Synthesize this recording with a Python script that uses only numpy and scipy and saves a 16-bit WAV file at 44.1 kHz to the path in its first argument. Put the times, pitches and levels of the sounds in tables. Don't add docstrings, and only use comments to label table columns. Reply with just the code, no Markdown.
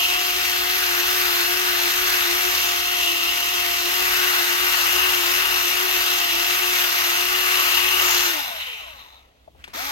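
import sys
import numpy as np
from scipy import signal
from scipy.fft import rfft, irfft, next_fast_len
from scipy.io import wavfile
from scipy.ndimage import uniform_filter1d, map_coordinates

SR = 44100
rng = np.random.default_rng(int(sys.argv[2]) if len(sys.argv) > 2 else 0)


def materialize(psi):
    bounded = np.clip(np.atleast_2d(psi).T, -1, 1)
    quanta = np.round(bounded * 32767).astype(np.int16)
    wavfile.write(sys.argv[1], SR, quanta)


N = 437031

OFF_S, ON_S = 8.293, 9.733
FREE_HZ = 361.5


def amp(db):
    return 10 ** (np.asarray(db) / 20)


def unit(x):
    return x / np.sqrt(np.mean(x ** 2) + 1e-20)


def along(points, hz):
    f, v = np.transpose(points)
    return np.interp(np.log(hz + 1), np.log(f + 1), v)


def curves(rows):
    s, *columns = np.transpose(rows)
    return [np.interp(np.arange(N) / SR, s, column) for column in columns]


def wobble(rate):
    coarse = np.arange(0, N + 64, 64)
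    knots = rng.standard_normal(int(N * rate / SR) + 4)
    return np.interp(np.arange(N), coarse, map_coordinates(knots, [coarse * rate / SR]))


def filtered(x, response):
    m = next_fast_len(N + 8192)
    return irfft(rfft(x, m) * response(np.fft.rfftfreq(m, 1 / SR)), m)[..., :N]


def noise(patchy_db):
    z = signal.stft(rng.standard_normal((2, N)), nperseg=512)[2]
    field = uniform_filter1d(rng.standard_normal(z.shape[1:]), size=6, axis=0)
    field = uniform_filter1d(field, size=14, axis=1)
    return signal.istft(z * amp(patchy_db * unit(field)), nperseg=512)[1][:, :N]


def ports(pair):
    # f/Hz, coherence
    alike = [(60, 0.23), (200, 0.98), (350, 0.64), (800, 1), (1400, 0.74), (1900, 0.2), (3700, 0.57),
             (7000, 0.15), (11000, 0.27), (12700, 1), (15000, 0.54)]
    # f/Hz, lead/rad
    lead = [(1, 1.5), (170, 0), (290, 1.7), (600, 2), (1120, 2), (2240, 3), (2670, 5), (2930, 4.5),
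            (4820, 5), (5600, 3.5), (6370, 6.5), (8000, 5.5), (15700, 7)]
    # f/Hz, left minus right/dB
    lean = [(60, -3), (150, -6.5), (380, 9.5), (950, 4), (2380, 1), (5980, 1.5), (15000, 3)]

    def split(hz):
        turn = np.arccos(np.clip(along(alike, hz), 0, 1)) / 2
        return np.array([np.cos(turn), np.sin(turn)])

    shared, own = filtered(pair, split)
    side = np.array([[1], [-1]])

    def offset(hz):
        return amp(side * along(lean, hz) / 2) * np.exp(.5j * side * along(lead, hz))

    return filtered(shared + side * own, offset)


def workshop():
    # f/Hz, relative level/dB
    rumble_colour = [(15, -26), (32, 0), (44, -17), (62, 6.5), (88, -6.5), (150, -15.5), (300, -12.5),
                     (480, -41)]
    # t/s, level/dB
    swell = [(0, -53), (8.6, -57.5), (9.0, -59), (9.35, -61.5), (9.55, -56), (9.75, -52), (9.91, -51)]
    # f/Hz, relative level/dB
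    air_colour = [(200, -36), (400, -12.5), (650, -11.5), (1560, -35.5), (3300, -20.5), (8000, -42),
                  (16000, -39)]
    mid, side = filtered(noise(patchy_db=1), lambda hz: amp(along(rumble_colour, hz))) * [[1], [.3]]
    rumble = unit(np.array([mid + side, mid - side]))
    air = unit(filtered(noise(patchy_db=1.5), lambda hz: amp(along(air_colour, hz))))
    return amp(curves(swell)[0]) * rumble + amp(-62.5) * air


def clicks():
    # t/s, level before the onset ramp and decay/dB, centre f/Hz, width/Hz, t60/s
    touches = [(9.477, -35.5, 663, 260, 0.04), (9.548, -47, 550, 600, 0.08),
               (9.640, -29, 2280, 2500, 0.051), (9.643, -43, 2750, 4000, 0.011),
               (9.677, -33, 1100, 2200, 0.036), (9.679, -44, 292, 120, .08),
               (9.683, -44, 3000, 8000, 0.021), (9.738, -34, 3030, 9000, 0.016),
               (9.746, -41, 285, 110, 0.18)]
    out, t = np.zeros(N + SR), np.arange(SR // 10) / SR
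    f = np.fft.rfftfreq(len(t), 1 / SR)
    for s, db, hz, width_hz, t60 in touches:
        band = 1j * f * width_hz / (hz * hz - f * f + 1j * f * width_hz)
        puff = unit(irfft(rfft(rng.standard_normal(len(t))) * band ** 2))
        onset = 1 - np.exp(-t / .001)
        out[round(s * SR):][:len(t)] += amp(db - 60 * t / t60) * onset * puff
    return out[:N]


def shaft():
    # t/s, sag of shaft speed/Hz, half length/s
    pushes = [(0, 9, .25), (.33, 4, .2), (.57, 6, .17), (.96, 8.5, .2), (1.37, 10.5, .23),
              (1.82, 11.5, .23), (2.26, 11, .24), (2.66, 8, .2), (2.87, 7, .25), (3.14, 16.5, .24),
              (3.38, 11, .22), (3.76, 12, .33), (4.13, 3.5, .15), (4.45, 12.5, .2), (4.83, 15, .22),
              (5.24, 10.5, .21), (5.66, 11, .19), (6.05, 4, .2), (6.33, 16, .33), (6.9, 13, .28),
              (7.15, 11, .22), (7.73, 12, .18), (8.27, 13, .42)]
    friction_hz_per_s, drag_equal_hz = 228, 253
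    slow_hz, spin_up_s, spin_up_bend = 291, .05, .6
    t = np.arange(N) / SR
    run = FREE_HZ
    for s, sag_hz, half in pushes:
        run = run - sag_hz * np.cos(np.pi / 2 * np.clip((t - s) / half, -1, 1)) ** 2
    start_angle = np.arctan(run[round(OFF_S * SR)] / drag_equal_hz)
    angle = start_angle - friction_hz_per_s / drag_equal_hz * (t - OFF_S)
    coast = drag_equal_hz * np.tan(np.clip(angle, 0, 1))
    again = slow_hz * (1 - np.exp(-np.maximum(t - ON_S, 0) / spin_up_s)) ** spin_up_bend
    return np.where(t < OFF_S, run, np.where(t < ON_S, coast, again))


def state(speed):
    # t/s, flank towards the microphone (0-1), rear vents towards it (0-1)
    hold = [(0, 0.6, 0), (.7, 0.18, 0.13), (1.3, 0.05, 0.2), (1.8, 0.07, 0.33), (2.3, 0.15, 0.34),
            (2.7, 0.32, 0.03), (3.1, 0.69, 0.1), (3.6, 0.45, 0.13), (3.9, 0.35, 0.15), (4.2, 0.06, 0.6),
            (4.5, 0.1, 0.67), (5, 0.12, 0.94), (5.4, 0.13, 0.78), (5.8, 0.15, 0.62), (6.25, 0.45, 0.03),
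            (6.8, 0.13, 0.54), (7.15, 0.26, 0.32), (7.5, 0.07, 0.78), (7.95, 0.19, 0.81), (8.2, 0.03, 0.97)]
    current_dies_s = 0.32
    away_s, away_db_per_s = 8.11, 8.5
    t = np.arange(N) / SR
    first, again = t < OFF_S, t >= ON_S
    off = ~again * (1 - np.exp(-np.maximum(t - OFF_S, 0) / current_dies_s))
    flank, vents = curves(hold)
    load = first * (1 - np.clip(flank, 0, 1)) * (FREE_HZ - speed) / 10
    halvings = np.log2(FREE_HZ / np.maximum(speed, 2))
    away_db = -away_db_per_s * np.maximum(t - away_s, 0) * ~again
    return np.array([np.ones(N), flank, vents, load, halvings, off, again]), away_db


def modulators(turns):
    throb = np.cos(2 * np.pi * turns / 10) + .5 * np.cos(2 * np.pi * turns / 5 + 0.72)
    chop = np.cos(4 * np.pi * turns) + 0.5 * np.cos(6 * np.pi * turns + 2.0)
    hits = (rng.random(N) < 400 / SR) * rng.random(N)
    crackle = signal.lfilter([1], [1, -np.exp(-1 / (0.0018 * SR))], hits)
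    return throb, chop, crackle, wobble(11)


def layer(colour, level_db, beat, by_pad, by_crackle):
    throb, chop, crackle, drift = beat
    drive = noise(patchy_db=1.2) * (1 + by_pad * throb + 0.16 * chop + by_crackle * crackle)
    shaped = unit(filtered(drive, lambda hz: amp(along(colour, hz))))
    return amp(level_db + 0.48 * drift) * shaped


def hands(beat):
    # t/s, level/dB
    rustle = [(9.3, -66.5), (9.45, -66), (9.53, -73), (9.6, -55), (9.7, -49), (9.725, -51), (9.75, -64)]
    # f/Hz, relative level/dB
    cloth = [(350, -36), (600, -9), (744, -16), (1010, -7), (2340, -5), (10300, -28), (15000, -30)]
    return layer(cloth, curves(rustle)[0], beat, by_pad=0, by_crackle=.6)


def pad_edge(beat):
    # t/s, level/dB
    lift_off = [(7.9, -60), (8.05, -28), (8.14, -26), (8.28, -29), (8.35, -45), (8.5, -80)]
    # f/Hz, relative level/dB
    edge = [(3000, -48), (4200, -5.5), (5500, -6), (6600, -2), (7300, -8), (9000, -36)]
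    return layer(edge, curves(lift_off)[0], beat, by_pad=.05, by_crackle=.4)


def coasting_noise(beat):
    # t/s, level of its body/dB, level of its upper band/dB
    coasting = [(8.3, -70, -60), (8.4, -50, -38), (8.5, -45, -35), (8.55, -35, -40), (8.62, -31.5, -35),
                (8.72, -33.5, -42), (8.85, -39.5, -47.5), (8.92, -44, -51), (8.97, -58, -48),
                (9.01, -50, -46), (9.08, -62, -53), (9.16, -66, -52.5), (9.22, -68, -64), (9.4, -88, -91)]
    # t/s, level/dB
    slowing = [(8.3, -60), (8.5, -40), (8.7, -52), (8.9, -53), (9.05, -56), (9.17, -55), (9.3, -74),
               (9.45, -85)]
    # f/Hz, relative level/dB
    body = [(1500, -43), (2000, -7), (2500, -2), (2900, 0.5), (3150, 0.5), (3400, -16), (4000, -46)]
    upper = [(3000, -34), (3450, -4.5), (3850, -1.5), (4150, -8.5), (5000, -41)]
    murmur = [(300, -32), (550, -6), (800, 0), (1050, 1), (1200, -16), (1500, -36)]
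    levels = [*curves(coasting), *curves(slowing)]
    return sum(layer(colour, db, beat, .15, .4) for colour, db in zip([body, upper, murmur], levels))


def gliding_orders(turns):
    # multiple of shaft speed, start t/s, end t/s, first level/dB, last level/dB
    glides = [(2, 8.33, 8.44, -33, -50), (3, 8.36, 8.62, -30, -45), (3, 8.66, 8.78, -49, -53),
              (18, 8.36, 8.46, -33, -40), (4, 8.43, 8.59, -45, -49), (5, 8.57, 8.63, -42, -43),
              (6, 8.66, 8.72, -44, -45), (6, 8.74, 8.83, -47, -51), (5, 8.78, 8.89, -51, -53),
              (9, 8.79, 8.93, -43, -46), (6, 8.85, 8.99, -44, -55), (12, 8.91, 9.03, -49, -55),
              (15, 8.97, 9.1, -50, -55)]
    fade_s = .02
    t, out = np.arange(N) / SR, 0
    for k, start, end, first_db, last_db in glides:
        fade = np.clip(np.minimum(t - start, end - t) / fade_s, 0, 1)
        level_db = np.interp(t, [start, end], [first_db, last_db]) + 1.8 * wobble(25)
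        out = out + fade * amp(level_db) * np.sin(2 * np.pi * (k * turns + .06 * wobble(40)))
    return out


def rotor(beat, now, away_db):
    # f/Hz, relative level/dB
    growl = [(150, -39), (250, -18.5), (500, -14.5), (850, -3), (1000, -4.5), (1200, 0), (1350, 3),
             (1600, -49)]
    drone = [(1200, -51), (1400, -0.5), (1500, 2.5), (1700, -3), (1800, -2.5), (2100, -67)]
    buzz = [(1500, -44), (1800, -2), (1950, 0), (2400, -1.5), (3300, -23), (4500, -35)]
    ring = [(2200, -56), (2560, 4), (2660, 7), (2760, 2), (3000, 2.5), (3200, -3), (3600, -53)]
    upper_ring = [(2600, -35), (2750, -2), (2830, 9.5), (2900, -6), (3050, -28.5)]
    rasp = [(2500, -37), (3300, 0.5), (3800, 0), (4600, -4), (5400, -3.5), (6300, -3.5), (7000, -8),
            (8000, -13), (10000, -69)]
    hiss = [(6000, -78), (8200, -6.5), (9200, -6), (10500, -6), (11500, -3.5), (12400, 2.5), (13300, 1.5),
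            (15500, -7), (16500, -9.5)]
    # level at free speed/dB, flank on/dB, vents on/dB,
    # per 10 Hz of sag/dB, per halved speed/dB, without current/dB, in the second run/dB
    rules = [(-32.5, -3, 3, 1, -4, -10, -5), (-27.5, -18, 0, 0, -6.5, -11, -9),
             (-27, -5, 1, 0, -6, -6.5, -6.5), (-30, 3.5, 2.5, 0.075, -5, -9, -14),
             (-39, 15, 9, 0, -8, -10, -15), (-25.5, -2.5, 0.5, 1, -6.5, -9.5, -5.5),
             (-27, -6, 1, 0.088, -7.5, -10, -8.5)]
    surge_db, surge_s = 8.5, 0.021
    surge = surge_db * now[-1] * np.exp(-np.abs(np.arange(N) / SR - ON_S) / surge_s)
    levels = np.dot(rules, now) + away_db + surge
    layers = [(growl, .04, .15), (drone, .04, .2), (buzz, .04, .2), (ring, .05, .3),
              (upper_ring, .05, .3), (rasp, .05, .4), (hiss, .04, .4)]
    out = [layer(colour, db, beat, by_pad, by_crackle)
           for db, (colour, by_pad, by_crackle) in zip(levels, layers)]
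    vent_ring = out.pop(3) + out.pop(3)
    return vent_ring, sum(out)


def tones(speed, turns, now):
    # level at free speed/dB, flank on/dB, vents on/dB,
    # per 10 Hz of sag/dB, per halved speed/dB, without current/dB, in the second run/dB
    orders = [(-31, -15, -1, 0, -26, -1, -3), (-33, -1, -10, 1, -20, -16, 3), (-43, 4, 7, -1, -14, -25, 8)]
    # multiple, level at full speed/dB, flank on/dB, vents on/dB, blur/Hz
    by_tones = [(.1, -50.5, -2, 0, .5), (.2, -49.5, -5, 0, .5), (.73, -62, 15, 0, 9), (.89, -58, 16, 0, 7),
                (1.1, -56, 8, 0, 7), (2.6, -47, -4, 7, 6), (3.23, -40, -5, 7.5, 2), (3.46, -43, -4, 6, 10),
                (4, -43, 2, -6, 4)]
    # f/Hz, relative level/dB
    panel = [(1080, 0), (1125, -9), (1160, 2), (1200, 0)]
    # multiple, level/dB, flank on/dB, per 10 Hz of sag/dB
    whine_orders = [(9, -37, 14, -1), (12, -33, -13, 5.5), (14, -32.5, -12, 1), (15, -38, -9, 0),
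                    (17, -39, -8, 0)]
    whine_rule = (0, 0, -7, 0, -30, -4, -5)
    body_hz = 250
    unloaded_db = -14
    flank, vents, load, off, again = now[1], now[2], now[3], now[5], now[6]

    def sine(k, blur_hz):
        wander = np.cumsum(blur_hz * wobble(30)) / SR
        return np.sin(2 * np.pi * (k * turns + wander + rng.random()))

    strong, low, whine = 0, 0, 0
    pull = np.array([*now[:5], 1 - (1 - off) ** 8, again])
    for k, db in enumerate(np.dot(orders, pull)):
        flutter_db = (1.8 + 4 * flank * (k == 0)) * wobble(24)
        strong = strong + amp(db + flutter_db) * sine(k + 1, 2 + 3 * flank)
    for k, db, flank_db, vent_db, blur_hz in by_tones:
        level_db = db + flank_db * flank + vent_db * vents + 2 * wobble(5)
        low = low + amp(level_db) * sine(k, blur_hz)
    for k, db, flank_db, load_db in whine_orders:
        level_db = db + flank_db * flank + load_db * load + 1.5 * wobble(7)
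        whine = whine + amp(level_db) * sine(k, 5)
    strong = filtered(strong, lambda hz: 1 - 1 / (1 + (hz / body_hz) ** 12))
    low = filtered(low, lambda hz: amp(along(panel, hz)))
    low = low * amp(unloaded_db * (off + again)) * (speed / FREE_HZ) ** 3
    return strong + low + whine * amp(np.dot(whine_rule, now))


def scene():
    # t/s, level/dB
    ring_swells = [(0, 4.5), (.3, 0.5), (7.45, 0), (7.7, 3), (8.05, 0), (8.3, -2.5)]
    vent_pan_db, vent_turn_db = -1, 9
    speed = uniform_filter1d(shaft(), size=400)
    turns = np.cumsum(speed) / SR
    now, away_db = state(speed)
    beat = modulators(turns)
    point = clicks() + gliding_orders(turns) + tones(speed, turns, now)
    ring, housing = rotor(beat, now, away_db)
    housing = housing + hands(beat) + pad_edge(beat) + coasting_noise(beat)
    pan = amp((vent_pan_db + vent_turn_db * now[2]) * [[.5], [-.5]])
    vent = ports(ring * amp(curves(ring_swells)[0])) * pan
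    return workshop() + vent + ports(housing + point * [[1], [.3]])


def record(dry):
    return filtered(dry, lambda hz: hz < 15930)


dry = scene()
out = record(dry)
materialize(out)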